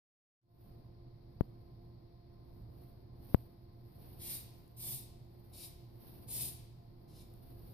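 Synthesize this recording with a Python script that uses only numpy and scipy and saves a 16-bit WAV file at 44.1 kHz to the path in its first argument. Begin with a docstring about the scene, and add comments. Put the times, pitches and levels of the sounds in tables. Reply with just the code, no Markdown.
"""A small, bare room fades in, with an appliance humming and rumbling in it.
A broom nudges a striped beetle across the hard floor in soft swishes; the left microphone pops twice.
From about four seconds on, the beetle hisses five times, rasping its abdomen against its wing cases.
Between the hisses the broom swishes on and a few bristles flick; one last push ends the scene."""
import sys
import numpy as np
from scipy import signal
from scipy.fft import rfft, irfft, next_fast_len
from scipy.io import wavfile

SR = 44100
rng = np.random.default_rng(int(sys.argv[2]) if len(sys.argv) > 2 else 0)


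def wav_out(sig):
    """Save sig, one row per channel (or a flat mono array), as 16-bit PCM at SR to the path in sys.argv[1]."""
    wavfile.write(sys.argv[1], SR, np.round(np.clip(np.atleast_2d(sig).T, -1, 1) * 32767).astype(np.int16))


N = 340893
TIME = np.arange(N) / SR
PADDED = next_fast_len(N, real=True)
FREQS = np.maximum(np.fft.rfftfreq(PADDED, 1 / SR), 1)


def beetle(teeth_per_s=2500, air=0.79, flutter_db=1.0, tilt_pivot_hz=11300, thrum_hz=125):
    """Each stroke of the abdomen drags countless tiny teeth over the wing cases."""
    # one stroke a row: start_s, length_s, peak_db, swell_db, crest_share (of the length), left_lead_ms,
    # then its mix: bright_db, tilt_db_per_octave, body_db, case_db
    hisses = [ (4.192, 0.19, -47, 13.5, 0.73, 0.076, 6.5, 5, 1.3, -7),
              (4.768, 0.22, -49, 12.5, 0.6, 0.07, 8.5, -2, 1.6, -20),
              (5.528, 0.14, -52, 9.5, 0.93, 0.0, 0.8, 0, 1.5, -10),
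              (6.277, 0.22, -45, 11.5, 0.58, -0.043, 7.5, -1.5, 0.9, -12),
              (7.078, 0.15, -62.5, 14, 0.96, 0.0, -9, 3, 3.5, -9), ]
    # tone of the rasp's bright layer and of its body: freq_hz, relative_db
    bright_eq = [(3000, -31), (6000, -10), (7500, -2), (9000, -0.5), (10500, -4), (12300, -1.5),
                 (13500, 3.5), (14400, 2.5)]
    body_eq = [(400, -2.5), (900, -4.5), (1500, -22), (2200, -6), (3000, -4.5), (3800, 7.5), (5300, 13.5),
               (6400, 3), (9000, 2)]
    # short scatter off floor and bristles, and the room's tail: freq_hz, t60_s
    scatter_decay = [(2000, 0.13), (14000, 0.27)]
    room_decay = [(500, 1), (4000, 0.74), (9500, 0.41), (14500, 0.35)]
    teeth = (rng.random((3, N)) < teeth_per_s / SR) * rng.standard_normal((3, N))
    friction = rms_one(teeth) + air * rng.standard_normal((3, N))
    sizzle = colour(friction[0], bright_eq)
    body = from_db(-6.5) * colour(friction[1], body_eq)
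    case_ring = rms_one(resonance(friction[2], hz=7000, width_hz=1800))
    # a faint, dull thrum swells with every hiss
    thrum = resonance(friction[2], thrum_hz, width_hz=90)
    thrum = from_db(-18) * rms_one(resonance(thrum, thrum_hz, width_hz=90))
    grip = from_db(flutter_db * drift(60))
    octaves = np.log2(np.maximum(FREQS / tilt_pivot_hz, .5))
    out = np.zeros((2, N))
    for *gesture, left_lead_ms, bright_db, tilt_db_per_octave, body_db, case_db in hisses:
        bright = filtered(sizzle, from_db(bright_db + tilt_db_per_octave * octaves))
        rasp = bright + from_db(body_db) * body + from_db(case_db) * case_ring + thrum
        stroke = stroke_envelope(*gesture) * grip * rasp
        direct = np.array([stroke, np.roll(stroke, round(left_lead_ms * SR / 1000))])
        # the beetle moves, so every hiss meets new echo paths
        scatter = from_db(1) * reflections(stroke, scatter_decay)
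        room = from_db(-1) * reflections(stroke, room_decay)
        out += direct + scatter + room
    return out


def stroke_envelope(start_s, length_s, peak_db, swell_db, crest_share,
                    attack_s=0.013, release_s=0.022, swell_curve=2.45, sag_db=9.5):
    """The teeth catch at once, press harder up to a crest, sag as the abdomen slows, and let go."""
    crest = np.clip(crest_share, .05, .95)
    since_s = TIME - start_s
    progress = np.clip(since_s / length_s, 0, 1)
    before_crest = np.maximum(1 - progress / crest, 0)
    past_crest = np.maximum(progress - crest, 0) / (1 - crest)
    contact = np.clip(np.minimum(since_s / attack_s, (length_s - since_s) / release_s) + .5, 0, 1)
    return contact * from_db(peak_db - swell_db * before_crest ** swell_curve - sag_db * past_crest ** 2)


def broom(flutter_db=1.73, rub_db=-64.5, rub_follow=0.48):
    """Thousands of bristle tips slide at once: a wide, airy swish over a dull rub that swells less."""
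    # tone of the bristle swish and of the broom head's rub: freq_hz, relative_db
    swish_eq = [(1500, -19), (3000, -17.5), (4500, -4), (6000, -10.5), (7500, -61), (9000, -9),
                (10500, -11.5), (12200, -1), (14300, 4.5)]
    rub_eq = [(110, 10.5), (250, 5), (550, -1), (850, -4.5), (1400, -17.5), (2500, -24.5)]
    sweep_db = push_envelope_db() + flutter_db * drift(25)
    swish = from_db(sweep_db) * colour(rng.standard_normal((2, N)), swish_eq)
    rub_gain = from_db(rub_db + rub_follow * (sweep_db - sweep_db.max()))
    return swish + rub_gain * colour(rng.standard_normal((2, N)), rub_eq)


def push_envelope_db(depth_db=10, curve=1.17, creep_db=-92):
    """Each push speeds up and slows down; overlaps add in power, and in between the bristles creep."""
    # broom pushes, depth_db down at rise_s before and fall_s after: peak_s, level_db, rise_s, fall_s
    pushes = [ (0.63, -64, 0.15, 0.17), (1.45, -74, 0.27, 0.69), (2.55, -68, 0.14, 0.1),
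              (2.82, -62, 0.12, 0.15), (3.301, -55.5, 0.08, 0.16), (4.08, -55, 0.18, 0.47),
              (5.55, -64, 0.36, 0.39), (6.069, -54, 0.11, 0.37), (7.14, -79, 0.099, 0.16),
              (7.64, -58, 0.43, 0.7), ]
    power = from_db(creep_db) ** 2
    for peak_s, level_db, rise_s, fall_s in pushes:
        from_peak = np.maximum((peak_s - TIME) / rise_s, (TIME - peak_s) / fall_s)
        power = power + from_db(level_db - depth_db * np.minimum(from_peak, 10) ** curve) ** 2
    return 10 * np.log10(power)


def bristle_flicks(t60_s=0.0039):
    """A bristle slips free with a tiny tick."""
    # single bristles letting go: start_s, drive_db
    flicks = [(4.66, -62), (4.678, -53.5), (7.339, -49)]
    snaps = sum(from_db(drive_db - 60 * np.abs(TIME - start_s) / t60_s) * (TIME >= start_s)
                for start_s, drive_db in flicks)
    return resonance(snaps * rng.standard_normal(N), hz=10000, width_hz=3500)


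def microphone_pops(dull_hz=500, low_cut_hz=101):
    """A sudden step, rounded and pulled back to zero by the input's low cut, with a thin tick on top."""
    # pops on the left: start_s, step_db, rounding_hz, tick_db
    pops = [(1.4091, -6.6, 1250, -29), (3.3456, -1.4, 2500, -18.5)]
    left = np.zeros(N)
    for start_s, step_db, rounding_hz, tick_db in pops:
        kick = signal.unit_impulse(N, round(start_s * SR))
        thump = np.cumsum(kick) + 1e-18
        for order, hz, kind in (1, rounding_hz, "low"), (1, dull_hz, "low"), (2, low_cut_hz, "high"):
            thump = signal.sosfilt(signal.butter(order, hz, kind, fs=SR, output="sos"), thump)
        tick = 2 * resonance(kick, hz=13600, width_hz=1500)
        left += from_db(step_db) * thump + from_db(tick_db) * tick
    return left * [[1], [0]]


def appliance(rumble_db=-57.5, swell_db=1.34, lean_right_db=1.0, waver_depth=0.41, wander_rad=0.69):
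    """Wavering hum tones over a rumble that is centred in the bass and wide higher up."""
    # partials of the hum: pitch_hz, level_db
    partials = [(75.4, -72), (118.4, -59.5), (346.2, -68), (693, -76.5), (1039, -83.5)]
    # tone of the room rumble: freq_hz, relative_db
    rumble_eq = [(15, -1), (30, 1.5), (65, 2.5), (125, 1), (190, -5), (300, -10.5), (500, -17),
                 (750, -20.5), (1050, -27.5), (1500, -39), (3000, -69.5)]
    # how alike left and right are: freq_hz, correlation
    stereo_image = [(60, 0.95), (130, 0.95), (290, 0.8), (640, -0.24), (1400, 0.21)]
    mid, side = rfft(rng.standard_normal((2, N)), PADDED)
    alike = np.clip(over_hz(stereo_image), -1, 1)
    air = irfft(np.sqrt(1 + alike) * mid + np.sqrt(1 - alike) * side * [[1], [-1]], PADDED)[:, :N]
    rumble = from_db(rumble_db + swell_db * drift(1.1)) * colour(air, rumble_eq)
    hum = 0
    for pitch_hz, level_db in partials:
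        # standing waves set the higher partials out of step between the microphones
        offset_rad = np.arccos(np.interp(pitch_hz, FREQS, alike)) * np.array([[0], [1]])
        amplitude = from_db(level_db) * np.sqrt(2) * (1 + waver_depth * drift(12))
        hum = hum + amplitude * np.sin(2 * np.pi * pitch_hz * TIME + wander_rad * drift(6) + offset_rad)
    return (rumble + hum) * from_db([[-lean_right_db], [lean_right_db]])


def microphone_hiss(left_db=-76.5, right_db=-81.5):
    """Each microphone has its own steady hiss."""
    # tone of each noise floor: freq_hz, relative_db
    left_eq = [(800, -2.5), (2100, 3), (2900, -5.5), (4400, 11), (5200, 4), (6300, -17), (8000, -49),
               (9500, -19), (14500, -4)]
    right_eq = [(800, -14), (2100, 5.5), (2900, -1.5), (4400, 2), (5300, 2.5), (6300, -18), (8000, -17),
                (9500, -12.5), (14500, -6)]
    left, right = rng.standard_normal((2, N))
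    return np.array([from_db(left_db) * colour(left, left_eq),
                     from_db(right_db) * colour(right, right_eq)])


def reflections(x, decay):
    """Diffuse echoes, unrelated at the two microphones, each band with its own decay."""
    t, hz = TIME[:SR], np.fft.rfftfreq(SR, 1 / SR)
    white, tail = rfft(rng.standard_normal((2, SR))), 0
    centres_hz, t60s = np.transpose(decay)
    for share, t60_s in zip(np.eye(len(decay)), t60s):
        band = irfft(white * np.interp(hz, centres_hz, share), SR)
        tail = tail + band * from_db(-60 * t / t60_s)
    return signal.oaconvolve(x[None], rms_one(tail) / np.sqrt(SR), axes=1)[:, :N]


def resonance(x, hz, width_hz):
    """Two-pole band-pass with gain 1 at its peak."""
    radius = np.exp(-np.pi * width_hz / SR)
    feedback = [1, -2 * radius * np.cos(2 * np.pi * hz / SR), radius ** 2]
    return signal.lfilter(np.array([1, 0, -1]) * (1 - radius ** 2) / 2, feedback, x + 1e-18)


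def colour(x, eq):
    """Shape noise with an EQ curve that rolls off below its first point; rms 1."""
    roll_off = np.minimum(FREQS / eq[0][0], 1) ** 2
    return rms_one(filtered(x, from_db(over_hz(eq)) * roll_off))


def drift(rate_hz):
    """Smooth random modulation; rms 1."""
    return rms_one(filtered(rng.standard_normal(N), 1 / (1 + (FREQS / rate_hz) ** 2)))


def filtered(x, gain):
    """Apply a smooth gain over frequency."""
    return irfft(rfft(x, PADDED) * gain, PADDED)[..., :N]


def over_hz(points, column=1):
    """A table's column as a curve over log frequency."""
    table = np.array(points)
    return np.interp(np.log(FREQS), np.log(table[:, 0]), table[:, column])


def from_db(db):
    """Decibels to gain."""
    return 10 ** (np.asarray(db) / 20)


def rms_one(x):
    """Scale to unit power."""
    return x / np.sqrt(np.mean(x ** 2) + 1e-20)


def scene():
    """Beetle and broom reach two differently coloured microphone ports, over the room tone."""
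    # colour of the ports: freq_hz, left_db, right_db
    port_eq = [(2870, 7, 4), (6620, -10, -8.5), (8140, -9, -13.5), (8520, 0.5, -18), (9700, 5, -3.5),
               (11600, 1.5, -2.5), (14000, -14, 2), (13800, -5.5, -3.5)]
    port_gains = from_db([over_hz(port_eq, column=1), over_hz(port_eq, column=2)])
    foreground = filtered(beetle() + bristle_flicks() + broom(), port_gains)
    return foreground + appliance() + microphone_hiss() + microphone_pops()


def record(dry, silent_s=0.41, fade_s=0.31, cutoff_hz=14550):
    """The input fades in from silence; a steep low-pass cuts the top."""
    fade = np.clip((TIME - silent_s) / fade_s, 0, 1) ** 1.19
    return signal.sosfilt(signal.ellip(12, .2, 80, cutoff_hz, fs=SR, output="sos"), dry * fade)


dry = scene()
out = record(dry)
wav_out(out)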